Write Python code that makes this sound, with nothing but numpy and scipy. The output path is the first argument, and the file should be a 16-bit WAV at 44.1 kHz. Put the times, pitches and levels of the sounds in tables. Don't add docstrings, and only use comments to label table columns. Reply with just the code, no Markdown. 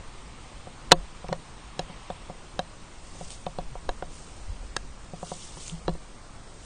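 import sys
import numpy as np
from scipy import signal
from scipy.fft import rfft, irfft
from scipy.io import wavfile
from scipy.ndimage import uniform_filter1d, minimum_filter1d

SR = 44100
rng = np.random.default_rng(int(sys.argv[2]) if len(sys.argv) > 2 else 0)


def to_wav(sig):
    pcm = np.clip(np.atleast_2d(sig), -1, 1) * 32767
    pcm = np.round(pcm).astype(np.int16)
    wavfile.write(sys.argv[1], SR, pcm.T)


def how_loud(loudness_db):
    steps = np.asarray(loudness_db, float) / 20
    return 10 ** steps


N = 293392

# f/Hz, level/dB, t60/s
THUMP_MODES = [(166.2, -6, 0.17), (181.7, -11, 0.14)]


def evened(x):
    return x / np.sqrt(np.mean(x ** 2) + 1e-20)


def along(rows, silent_db=-120):
    s, db = np.transpose(rows)
    return how_loud(np.interp(np.arange(N) / SR, s, db, left=silent_db))


def swells(rows, calm_db=-120):
    t = np.arange(0, N + 64, 64) / SR
    power = how_loud(calm_db) ** 2
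    for peak_s, db, rise, fall in rows:
        drop = np.maximum((peak_s - t) / rise, (t - peak_s) / fall)
        power = power + how_loud(db - 20 * drop) ** 2
    return np.interp(np.arange(N) / SR, t, np.sqrt(power))


def add(mix, s, sound):
    part = mix[round(s * SR):][:len(sound)]
    part += sound[:len(part)]


def noise(shape, patchy_db, flicker_db, size):
    frames, hz = 4 * N // size + 8, np.fft.rfftfreq(size, 1 / SR)
    a, b, patches = rng.standard_normal((frames, len(hz), 3)).T
    patches = uniform_filter1d(patches, size=8, axis=0)
    patches = evened(uniform_filter1d(patches, size=10, axis=1))
    flicker = evened(uniform_filter1d(rng.standard_normal(frames), size=3))
    f, db = np.transpose(shape)
    level_db = np.interp(np.log(hz + 1), np.log(f + 1), db, left=-60, right=-60)
    z = (a + 1j * b) * how_loud(level_db[:, None] + patchy_db * patches + flicker_db * flicker)
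    return evened(signal.istft(z, nperseg=size, noverlap=size * 3 // 4)[1][:N])


def ring(modes, stretch=1):
    t = np.arange(SR // 4) / SR
    return sum(how_loud(db - 60 * t / t60) * np.sin(2 * np.pi * hz * stretch * t) for hz, db, t60 in modes)


def meadow_air():
    # f/Hz, level/dB per Hz
    air_spectrum = [(60, 7.5), (120, 2.5), (300, -4), (700, -7.5), (1200, -8), (1600, -13.5), (3000, -17),
                    (6000, -18.5), (8200, -19), (8700, -13.5), (9100, -23.5), (9700, -19.5)]
    return how_loud(-48.5) * noise(air_spectrum, patchy_db=1.25, flicker_db=0.3, size=1024)


def wind():
    # peak t/s, level/dB, rise/s, fall/s (both over 20 dB)
    gusts = [(.1, -43, .5, 0.43), (.52, -46.5, .1, 0.43), (.93, -25, 0.06, 0.15),
             (1.33, -34.5, 0.13, 0.094), (1.83, -42, .1, 0.11), (2.3, -52, 0.22, 0.17),
             (3.05, -43, 0.16, 0.26), (3.26, -40, .2, 0.26), (3.67, -33.5, 0.32, 0.22),
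             (3.9, -30, 0.19, 0.14), (4.04, -36.5, .06, 0.26), (4.5, -32, 0.19, 0.36),
             (4.68, -37, 0.15, 0.086), (4.87, -35.5, .15, 0.22), (5.57, -37, 0.14, 0.12),
             (5.75, -39, .08, .08), (5.9, -26.5, 0.053, 0.13)]
    # f/Hz, level/dB per Hz
    wind_spectrum = [(8, 3), (22, -2.5), (40, -2), (70, -13.5), (120, -43.5), (250, -40)]
    lumps = noise(wind_spectrum, patchy_db=4.0, flicker_db=-2.5, size=4096)
    power = uniform_filter1d(uniform_filter1d(lumps ** 2, size=3000), size=3000)
    strength = np.sqrt(abs(power) + 0.052)
    return swells(gusts, calm_db=-45.5) * lumps / strength


def footfalls():
    # t/s, level/dB, f/Hz
    steps = [
        (4.47, -30.5, 78),
        (3.7, -41, 131),
    ]
    footfall_s = 0.06
    out, t = np.zeros(N), np.arange(0, footfall_s, 1 / SR)
    for s, db, hz in steps:
        add(out, s, how_loud(db) * np.hanning(len(t)) * np.sin(2 * np.pi * hz * t))
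    return out


def grass():
    # peak t/s, level/dB, rise/s, fall/s (both over 20 dB)
    brushes = [
        (3.24, -50, 0.4, 0.37),
        (3.32, -44, 0.077, 0.09),
        (4.14, -51.5, 0.11, .7),
        (5.31, -44.5, 0.18, 0.2),
        (5.43, -46, .3, 0.27),
        (5.63, -44.5, 0.22, 0.22),
        (5.71, -46, 0.3, 0.036),
        (6.65, -52, 0.12, .1),
    ]
    # t/s, level/dB, centre f/Hz
    snaps = [
        (2.6194, -42, 2810),
        (3.305, -23, 8200),
        (3.3824, -40, 2960),
        (3.405, -59, 2860),
        (4.5665, -40, 3050),
        (5.68, -21.5, 6800),
        (5.697, -24, 3140),
        (5.7523, -38, 2860),
        (5.938, -35, 8650),
    ]
    # f/Hz, level/dB per Hz
    grass_spectrum = [(1500, -22), (2700, 3.5), (4200, 2.5), (5500, 4.5), (7500, 5.5), (9600, 5)]
    out = swells(brushes) * noise(grass_spectrum, patchy_db=1.5, flicker_db=1.2, size=256)
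    t, decay_s = np.arange(200) / SR, .0006
    for (s, db, hz), chips in zip(snaps, rng.standard_normal((len(snaps), len(t)))):
        envelope = np.sqrt(t / decay_s) * np.exp(-t / decay_s)
        snap = (np.sin(2 * np.pi * hz * t) + .8 * chips) * envelope
        add(out, s, how_loud(db) * snap)
    return out


def smoke_jet():
    # t/s, level/dB
    jet_level = [(0, -55), (.6, -55), (1.2, -55), (1.55, -56), (1.9, -51.5), (2.1, -51.5), (2.35, -56.5),
                 (2.8, -59), (3.6, -60.5), (4.5, -63), (6.65, -69)]
    # f/Hz, level/dB per Hz
    nozzle_spectrum = [(600, -10.5), (1050, 1.5), (1500, -10.5), (2150, -6.5), (3200, -7.5), (4500, -15.5),
                       (7000, -29)]
    return along(jet_level) * noise(nozzle_spectrum, patchy_db=1.5, flicker_db=0.3, size=512)


def nudges():
    # t/s, level/dB, length/s
    squeezes = [
        (1.30, -26, 0.03),
        (5.704, -31, 0.05),
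    ]
    out = np.zeros(N)
    for s, db, length in squeezes:
        t = np.arange(round(length * SR)) / SR
        squeeze = np.hanning(len(t)) * np.cos(2 * np.pi * THUMP_MODES[0][0] * t)
        swell = signal.fftconvolve(ring(THUMP_MODES), squeeze)
        add(out, s, how_loud(db) * swell / abs(swell).max())
    return out


def cracks():
    # t/s, level/dB, dull level/dB, bright level/dB, stretch of the mode frequencies
    bursts = [(.9122, -13, -5, 8, 0.5), (0.9173, 8.5, -3, 3, 1.0), (0.9217, 1, -5, 4, .9),
              (0.927, -14, 4, 2, 0.98), (1.284, -32, 5, -6, 1.3), (1.3268, -20.5, 4, 0.5, 1.03),
              (1.7922, -13.5, -5, 8, 0.96), (2.102, -33, 0, -16, 0.86), (2.5913, -15, -2, -1, 0.92),
              (3.4638, -31, -18, -34, 0.89), (3.585, -32.5, -17, -28, 1.0), (3.8901, -17.5, 3, -1, .94),
              (4.023, -28.5, 17, -29, 0.79), (4.7649, -13.5, 4.5, 14, .93),
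              (5.8793, -19.5, -0.5, -15, 0.96), (5.892, -32, -3, -14, 1.0)]
    # f/Hz, level/dB, t60/s
    shell_modes = [(2930, 4.5, 0.02), (3434, 3, 0.026), (4096, 13.5, 0.012), (4320, -3, 0.036)]
    dull_modes = [(1435, 3.5, 0.018), (1782, 7.5, 0.024), (1990, -0.5, 0.015), (2120, 7, 0.0045)]
    bright_modes = [(4880, 0.5, 0.0083), (5580, 3, 0.0082), (6800, 0.5, 0.013), (8200, -7.5, 0.0084),
                    (9320, -6.5, 0.014)]
    out, t, length = np.zeros(N), np.arange(1024) / SR, 0.001
    grit = rng.standard_normal((len(bursts), len(t))) ** 3
    for (s, db, dull_db, bright_db, stretch), chips in zip(bursts, grit):
        shell = ring(shell_modes, stretch)
        shell += how_loud(dull_db) * ring(dull_modes, stretch)
        shell += how_loud(bright_db) * ring(bright_modes, stretch)
        burst = rfft(chips * t / length * np.exp(-t / length))
        even = irfft(burst / uniform_filter1d(abs(burst), size=9) ** .8)
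        crack = signal.fftconvolve(shell, even * np.exp(-(t / (5 * length)) ** 4))
        add(out, s, how_loud(db) * crack / abs(crack).max())
    return out


def pops(rows, sign, lid_db):
    # f/Hz, level/dB, t60/s
    low_wall = [(359.6, -3.5, 0.063), (323, -12.5, 0.083), (435, -10.5, 0.045)]
    knock_modes = [(567.6, -2.5, 0.034), (534.5, -18, 0.13), (616, -24.5, 0.14)]
    lid = [(709.8, -2, 0.063)]
    # f/Hz, level/dB, t60/s
    rim = [(763, 0.27, 0.029)]
    upper_wall = [(969, -0.5, 0.029), (1112, -9.5, 0.043)]
    out, t = np.zeros(N), np.arange(SR // 4) / SR
    build = 1 - np.exp(-(t / .00045) ** 2)
    for s, db, thump_db, low_db, upper_db in rows:
        walls = ring(knock_modes)
        walls += how_loud(lid_db + 4.5) * (ring(lid) - ring(rim))
        walls += how_loud(upper_db + 5.0) * ring(upper_wall)
        walls -= how_loud(low_db) * ring(low_wall) + how_loud(thump_db) * ring(THUMP_MODES)
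        add(out, s - .0001, -sign * how_loud(db) * build * walls)
    return out


def casing_blows():
    # t/s, knock level/dB, then thump, low wall and upper wall level/dB against the knock
    pushes = [(.9176, -3.5, -21, -0.5, -16), (1.289, -31, 0, -8, -5.5), (1.297, -34.5, 1, -1.5, -20),
              (1.793, -19.5, -8, -11, -14), (1.898, -39.5, 4, -6, -14), (2.101, -22, -8.5, -22, -13.5),
              (2.298, -28.5, -5, -18, -10.5), (2.592, -16.5, -10.5, -44, -13.5),
              (4.765, -32, -25, -19, -17), (5.135, -31, 1, -10, -16), (5.229, -25, -5.5, -18, -11.5),
              (5.317, -24.5, -5.5, -13, -9), (5.881, -18.5, -5, 0.5, -9)]
    pulls = [(0.517, -44, -6, -19, -7), (0.671, -33, -3, -13, -14), (1.243, -30.5, -3, -16, -12),
             (1.322, -30, -19, -16, -24), (3.152, -44, 3, -13, -16), (3.21, -29.5, -3.5, -15, -15),
             (3.466, -20.5, -8, -39, -11), (3.586, -21, -6.5, -17, -12), (3.754, -29, -16, -14, -9),
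             (3.89, -19.5, -31, -9.5, -8), (4.024, -24.5, -14.5, -7.5, -11.5), (5.571, -41, 2, 0, -0.5),
             (5.951, -39, -5, 3, -9)]
    rebounds = [
        (.9218, -6.5, -7, -15, -1),
        (.9268, -39, -10, -19, -42),
        (1.3266, -15.5, -15, -19, -10.5),
        (5.8925, -27.5, 6, -9, -13),
    ]
    first_lid_db, rebound_lid_db = -7.5, -18
    first = pops(pushes, 1, first_lid_db) + pops(pulls, -1, first_lid_db)
    return first + pops(rebounds, 1, rebound_lid_db)


def scene():
    background = meadow_air() + wind() + footfalls() + grass()
    casing = nudges() + cracks() + casing_blows()
    return (background + smoke_jet() + casing)[None]


def starve(x, size, usual_db, near_pop_db, masked=.8):
    hz, _, z = signal.stft(x, SR, window="cosine", nperseg=size, noverlap=size // 2)
    knock = abs(z[(hz > 400) & (hz < 1200)]).mean(0)
    knock = -minimum_filter1d(-knock, size=1 + 2048 // size)
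    busy = np.clip(np.log10(knock / np.median(knock)), 0, 1)
    treble = signal.medfilt(abs(z[hz > 2300]).mean(0), 15)
    usual = uniform_filter1d(np.median(abs(z), axis=1), size=15)
    floor = usual[:, None] * (treble / np.median(treble)) ** masked
    lasting = uniform_filter1d(uniform_filter1d(abs(z), size=3, axis=1), size=2, axis=0)
    faint = lasting < floor * how_loud(usual_db + near_pop_db * busy)
    faint &= hz[:, None] > 2000 + 4e5 / size
    return signal.istft(z * ~faint, SR, window="cosine", nperseg=size, noverlap=size // 2)[1][:N]


def roll_off(x):
    return signal.sosfilt(signal.butter(12, 9640, fs=SR, output="sos"), x)


def record(dry):
    power = abs(signal.lfilter([.01], [1, -.99], dry[0] ** 2))
    power_db = 10 * np.log10(power + 1e-12)
    fall = np.arange(N) * 180.0 / SR
    held_db = np.maximum.accumulate(power_db + fall) - fall
    over_db = np.maximum(held_db + 7.5, 0)
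    duck_db = .4 * signal.lfilter([.004], [1, -.996], over_db)
    ducked = np.clip(dry / how_loud(duck_db), -1.08, 1.08)
    starved = starve(ducked[0], 1024, -5, 1.5)
    starved = starve(starved, 256, -16, 13.5)
    band = signal.firwin(801, 9620, window=("kaiser", 9), fs=SR)
    limited = signal.oaconvolve(starved[None], band[None], "same")
    return roll_off(np.clip(limited, -1, 1))


dry = scene()
out = record(dry)
to_wav(out)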